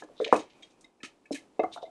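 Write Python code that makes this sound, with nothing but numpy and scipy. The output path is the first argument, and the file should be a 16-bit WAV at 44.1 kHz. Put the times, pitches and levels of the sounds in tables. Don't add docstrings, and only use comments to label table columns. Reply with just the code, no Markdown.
import sys
import numpy as np
from scipy import signal
from scipy.fft import rfft, irfft, next_fast_len
from scipy.io import wavfile
from scipy.ndimage import uniform_filter1d, map_coordinates

SR = 44100
rng = np.random.default_rng(int(sys.argv[2]) if len(sys.argv) > 2 else 0)


def int16_out(signal):
    q = np.round(np.clip(np.atleast_2d(signal).T, -1, 1) * 32767)
    wavfile.write(sys.argv[1], SR, q.astype(np.int16))


N = 83790

# pitch_hz, relative level_db
HUM_COLOUR = [(25, 6.5), (70, -17.5), (152, -13.5), (301, -4), (653, -12), (797, -12.5), (1770, -26),
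              (2360, -25.5), (4370, -30), (11800, -34.5), (15400, -36)]
# time_s, level_db
HUM_LEVEL = [(0, -58), (.6, -58.5), (0.948, -61.5), (1.201, -63), (1.499, -59.5), (1.9, -56)]
# start_s, level_db, rise_s, time to fade by 60 dB_s,
# colour centre_hz, colour spread_octaves
RATTLES = [(0, -51.5, 0.00027, 0.12, 3900, 1.4), (0.035, -56.5, 0.0029, 0.063, 4460, 0.75),
           (0.199, -52.5, 0.005, 0.67, 1470, 0.41), (0.207, -56, 0.0064, 0.34, 6500, 0.93),
           (0.2448, -28, 0.00055, 0.042, 3300, 0.41), (0.2476, -16.5, 0.00037, 0.012, 3000, 0.6),
           (0.257, -44, 0.0036, 0.52, 2770, 0.73), (0.324, -39, 0.0012, 0.17, 4888, 1.2),
           (.3255, -30.5, 0.002, 0.092, 2100, .3), (0.361, -39, 0.0014, 0.11, 4680, 1.1),
           (0.39, -44, 0.0017, 0.16, 3670, 0.86), (0.497, -62, 0.0024, 0.33, 3450, 0.54),
           (0.536, -68.5, 0.012, 1, 2430, 0.099), (0.621, -56, 0.0061, 0.22, 3570, 0.77),
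           (0.7, -63, 0.0077, 0.14, 5050, 0.71), (0.807, -55.5, 0.0033, 0.1, 6900, 0.55),
           (0.844, -59, 0.0021, 0.045, 4690, 0.91), (1.03, -38.5, 0.0028, 0.15, 3070, 0.91),
           (1.042, -43, 0.0041, 0.12, 3257, 1.7), (1.257, -63.5, 0.0021, 0.053, 5000, 1.36),
           (1.313, -48.5, 0.0027, 0.16, 5440, 0.63), (1.321, -43, 0.00079, 0.17, 5200, 1.23),
           (1.34, -37, 0.0081, 0.15, 3770, 1.9), (1.593, -52.5, 0.002, 0.15, 2300, 0.77),
           (1.633, -55.5, 0.0012, 0.1, 1980, 1.34), (1.719, -54.5, 0.01, 0.15, 5030, 1.5),
           (1.734, -47.5, 0.0038, 0.14, 4940, 1.8), (1.828, -55, 0.0044, 0.039, 5370, 1.5)]
# pitch_hz, width_hz, level over the flat part_db
JAR_RESONANCES = [(1697, 150, 9.5), (2300, 610, 10.5), (3170, 250, 8), (3840, 270, 5.5), (6370, 600, 5.5),
                  (8640, 820, 4.5)]
# start_s, level_db, colour centre_hz, colour spread_octaves
LID_TICKS = [(.003, -51, 4850, 1), (.365, -41.5, 6300, 0.77), (.394, -37.5, 5990, 0.87),
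             (.6235, -45.5, 3500, 0.93), (.63, -39, 3710, 0.7), (.701, -62, 4500, 0.7)]
FLAP_TICKS = [(.332, -44, 2580, 0.37), (.353, -33.5, 2560, 0.12), (1.003, -50.5, 2152, 0.54),
              (1.045, -37.5, 2500, 0.25), (1.255, -46.5, 2208, 0.32), (1.321, -40, 5500, 0.13),
              (1.322, -41, 3980, 0.14), (1.349, -38.5, 2547, 0.2), (1.352, -42, 1780, .1),
              (1.363, -45.5, 2380, 0.69)]
SPOON_TICKS = [(.842, -51, 2000, 0.13), (.843, -48, 4200, 0.24), (1.375, -48, 2110, 0.24),
               (1.594, -31.5, 2080, 1), (1.635, -40.5, 2050, 0.15), (1.853, -56, 2100, 0.13)]
# pitch_hz, level_db, full time to fade by 60 dB_s
LID_MODES = [(2280, -0.5, 0.033), (3278, -4.5, 0.064), (3690, 9, 0.027), (6604, -5, 0.08),
             (7710, -7, 0.035)]
FLAP_MODES = [(1754, 0, 0.062), (2300, -7.5, .05), (2538, -6, 0.0973), (4040, -9, 0.08), (5310, -7.5, 0.05),
              (8400, 1.5, .05)]
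SPOON_MODES = [(1740, 0, .06), (2088, 10, 0.085), (2620, 2, .06), (3700, -4, 0.04), (5200, -8, .035),
               (6210, -2, 0.036)]
# start_s, level_db, colour centre_hz, colour spread_octaves,
# ring length_share of the full fade time, slap level_db, slap pitch_hz
WORKTOP_KNOCKS = [(.022, -35, 456, 1.5, 0.49, -38, 1216), (.088, -48, 520, 0.5, 0.93, -46.5, 930),
                  (.201, -19.5, 450, 0.32, 0.54, -27.5, 989), (.263, -28, 560, 0.48, 0.39, -49, 700),
                  (.289, -32, 576, 0.14, 0.56, -61.5, 601), (.326, -10.5, 427, 0.88, 0.77, 1, 926),
                  (.3265, -14, 1110, 0.77, 0.46, -8, 415), (.358, -23.5, 900, 0.27, 0.27, -31, 991),
                  (.375, -33.5, 340, 0.44, 0.55, -38, 499), (1.033, -42, 1370, 0.051, 0.24, -62.5, 1253),
                  (1.035, -33, 292, 0.21, 0.41, -68.5, 414), (1.044, -48, 1336, 0.086, 0.38, -39, 1277),
                  (1.308, -29.5, 497, 0.53, 0.54, -26.5, 543), (1.311, -24.5, 266, 0.077, 0.74, -51.5, 449)]
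MUG_KNOCKS = [(1.594, -14, 609, 0.59, 0.45, -12.5, 467), (1.618, -33.5, 600, 0.27, 0.69, -42, 682),
              (1.637, -18, 656, 0.87, 0.29, -22, 478), (1.6335, -36.5, 1330, 0.32, 0.44, -35, 1255),
              (1.664, -42, 710, 1, 1.2, -60, 810), (1.762, -32.5, 835, 0.2, 0.7, -30, 910),
              (1.775, -39, 1330, 0.33, 0.24, -45, 1310), (1.81, -48, 750, 0.13, 0.42, -51, 805),
              (1.828, -30, 617, 0.38, 0.58, -37, 766), (1.876, -45, 705, 0.17, 0.47, -68, 816)]
# pitch_hz, level_db, full time to fade by 60 dB_s
WORKTOP_MODES = [(148.1, -7.5, 0.1), (216, -18, 0.2435), (283.4, -12, 0.15), (309.7, 1, 0.19),
                 (418.8, 3, 0.1), (459.8, 5, 0.11), (504.6, -0.5, 0.15), (588.3, 4.5, 0.1036),
                 (655, -6.5, 0.082), (694.7, 2.5, 0.1), (888, -8.5, .1), (1019.6, -1.5, 0.12),
                 (1166, -14, 0.1703), (1308, 1.5, 0.068), (1733, -1.5, 0.09)]
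MUG_MODES = [(239.5, -10, 0.24), (329, -2, 0.25), (460, 1.5, 0.07), (531, 1, 0.052), (567.5, 6, 0.054),
             (653.2, 6.5, 0.084), (712.3, 5.5, 0.1), (844, -13, 0.1), (1146, -6.5, 0.061),
             (1307, -13, 0.076)]
# start_s, length_s, level_db
SCRAPES = [(0.145, 0.083, -67), (0.156, 0.11, -57.5), (1.711, 0.051, -49), (1.756, 0.047, -62.5),
           (1.812, 0.035, -56.5), (1.834, 0.05, -67)]
# pitch_hz, width_hz, level_db
RIM_RESONANCES = [(2970, 500, -10), (3610, 110, 7), (3950, 180, 1), (4400, 500, -9), (5440, 840, -13.5)]
# pitch_hz, time to fade by 60 dB_s
ROOM_FADE = [(200, 0.17), (1000, 0.21), (4000, 0.16), (10000, 0.032)]
# pitch_hz, gain_db
MIC_TREBLE = [(8000, -1), (10500, -5.5), (11900, -11.5), (12100, -35.5), (15600, -30.5)]

WAVER_DB, WAVER_PER_S = 1.7, 12
GRAINS_PER_S, GRAIN_SPREAD_DB, HISS_SHARE = 1400, 2.5, 0.45
SCATTER_DB = 2.5
WOOD_BEND, HELD_BEND = 1.55, 2.02
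FLUTTER_DB, FLUTTER_S = 4, 0.009
WANDER_RAD, WANDER_HZ = 1.1, 1500
TICK_START_S, TICK_SHARE = 0.002, 0.5
CONTACT_S, SLAP_CYCLES = 0.0015, 2.5
THUD_DB, THUD_T60_S, THUD_RISE_S = -10, 0.24, 0.0033
BOOM_DB, BOOM_HZ, BOOM_OCTAVES, BOOM_T60_S, BOOM_RISE_S = -31, 90, 1.5, 0.25, 0.02
ROOM_DB, ROOM_DELAY_S = -16.5, 0.0072
BASS_CUT_HZ, TOP_HZ = 66, 15700


def amp(db):
    return 10 ** (np.asarray(db) / 20)


def unit(x):
    return x / np.sqrt(np.mean(x ** 2) + 1e-20)


def along(points, hz):
    point_hz, values = np.transpose(points)
    return np.interp(np.log(hz + 1), np.log(point_hz + 1), values)


def filtered(x, response):
    size = next_fast_len(x.shape[-1] + 8192)
    hz = np.fft.rfftfreq(size, 1 / SR)
    return irfft(rfft(x, size) * response(hz), size)[..., :x.shape[-1]]


def bell(hz, centre_hz, octaves):
    return np.exp(-0.5 * (np.log2((hz + 1) / centre_hz) / octaves) ** 2)


def resonances(peaks):
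    def response(hz):
        total = 0
        for k, (centre_hz, width_hz, db) in enumerate(peaks):
            damping = 1j * hz * width_hz
            peak = damping / (centre_hz ** 2 - hz ** 2 + damping)
            total = total + (-1) ** k * amp(db) * peak
        return total
    return response


def add(track, start_s, x):
    part = track[max(round(start_s * SR), 0):][:len(x)]
    part += x[:len(part)]


def hum():
    samples = np.arange(N)
    random_levels = rng.standard_normal(int(N * WAVER_PER_S / SR) + 4)
    waver = map_coordinates(random_levels, [samples * WAVER_PER_S / SR])
    level_db = np.interp(samples / SR, *np.transpose(HUM_LEVEL)) + WAVER_DB * waver
    noise = filtered(rng.standard_normal(N), lambda hz: amp(along(HUM_COLOUR, hz)))
    return amp(level_db) * unit(noise)


def gritty(count):
    hits = rng.random(count) < GRAINS_PER_S / SR
    sizes = amp(GRAIN_SPREAD_DB * rng.exponential(size=count))
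    grains = hits * sizes * rng.choice([-1, 1], count)
    return (1 - HISS_SHARE) * unit(grains) + HISS_SHARE * rng.standard_normal(count)


def rattle():
    out = np.zeros(N)
    t = np.arange(SR // 3) / SR
    jar = resonances(JAR_RESONANCES)
    for start_s, db, rise_s, t60_s, centre_hz, octaves in RATTLES:
        def colour(hz):
            return bell(hz, centre_hz, octaves) * (1 + np.abs(jar(hz)))
        grains = unit(filtered(gritty(len(t)), colour))
        rise = np.minimum(t / rise_s, 1) ** 2
        add(out, start_s, amp(db - 60 * t / t60_s) * rise * grains)
    return out


def ring(modes, weight, share, attack_s, bend):
    hz, db, t60_s = np.transpose(modes)[:, :, None]
    t = np.arange(SR // 5) / SR
    gain = amp(db + rng.normal(0, SCATTER_DB, hz.shape)) * weight(hz)
    width = round(FLUTTER_S * SR)
    drift = uniform_filter1d(rng.standard_normal((2, len(hz), len(t))), width)
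    swell, wander = unit(uniform_filter1d(drift, width))
    gain = gain * amp(FLUTTER_DB * swell)
    wander_depth = WANDER_RAD * np.minimum(hz / WANDER_HZ, 1)
    phase = 2 * np.pi * hz * t + wander_depth * (wander - wander[:, :1])
    fade = amp(-60 * (t / (t60_s * share)) ** bend)
    x = (gain * fade * np.sin(phase)).sum(0)
    x = x * (1 - np.exp(-t / attack_s))
    return x / np.abs(x).max()


def ticks():
    out = np.zeros(N)
    for blows, modes in ((LID_TICKS, LID_MODES), (FLAP_TICKS, FLAP_MODES), (SPOON_TICKS, SPOON_MODES)):
        for start_s, db, centre_hz, octaves in blows:
            def colour(hz):
                return bell(hz, centre_hz, octaves)
            add(out, start_s, amp(db) * ring(modes, colour, TICK_SHARE, TICK_START_S, HELD_BEND))
    return out


def slap(pitch_hz):
    cycles = np.arange(0, SLAP_CYCLES, pitch_hz / SR)
    return np.sin(np.pi * cycles / SLAP_CYCLES) ** 2 * np.sin(2 * np.pi * cycles)


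def burst(centre_hz, octaves, rise_s, t60_s):
    t = np.arange(SR // 3) / SR
    noise = unit(filtered(rng.standard_normal(len(t)), lambda hz: bell(hz, centre_hz, octaves)))
    return noise * amp(-60 * t / t60_s) * (1 - np.exp(-t / rise_s))


def knocks():
    out = np.zeros(N)
    for blows, modes, bend in ((WORKTOP_KNOCKS, WORKTOP_MODES, WOOD_BEND),
                               (MUG_KNOCKS, MUG_MODES, HELD_BEND)):
        for start_s, db, centre_hz, octaves, share, slap_db, slap_hz in blows:
            def colour(hz):
                return bell(hz, centre_hz, octaves)
            thud = burst(centre_hz, 0.6 * octaves, THUD_RISE_S, THUD_T60_S * share)
            shudder = burst(BOOM_HZ, BOOM_OCTAVES, BOOM_RISE_S, BOOM_T60_S)
            add(out, start_s, amp(slap_db) * slap(slap_hz))
            add(out, start_s, amp(db) * ring(modes, colour, share, CONTACT_S, bend))
            add(out, start_s, amp(db + THUD_DB) * thud)
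            add(out, start_s, amp(db + BOOM_DB) * shudder)
    return out


def scrape():
    out = np.zeros(N)
    for start_s, length_s, db in SCRAPES:
        count = round(length_s * SR)
        swell = np.sin(np.linspace(0, np.pi, count)) ** 1.715
        stroke = np.pad(swell * gritty(count), (0, SR // 20))
        x = filtered(stroke, resonances(RIM_RESONANCES))
        add(out, start_s, amp(db) * x / np.std(x[:count]))
    return out


def room(x):
    hz, t, spectrum = signal.stft(rng.standard_normal(SR // 2), SR, nperseg=256)
    fade = amp(-60 * t / along(ROOM_FADE, hz)[:, None])
    tail = signal.istft(spectrum * fade, SR, nperseg=256)[1]
    delayed = np.pad(x, (round(ROOM_DELAY_S * SR), 0))
    return signal.fftconvolve(delayed, tail / np.linalg.norm(tail))[:N]


def scene():
    near = rattle() + ticks() + knocks() + scrape()
    return (near + amp(ROOM_DB) * room(near) + hum())[None]


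def record(dry):
    def response(hz):
        bass = (1j * hz / (1j * hz + BASS_CUT_HZ)) ** 2
        return bass * amp(along(MIC_TREBLE, hz)) * (hz < TOP_HZ)
    return filtered(dry, response)


dry = scene()
out = record(dry)
int16_out(out)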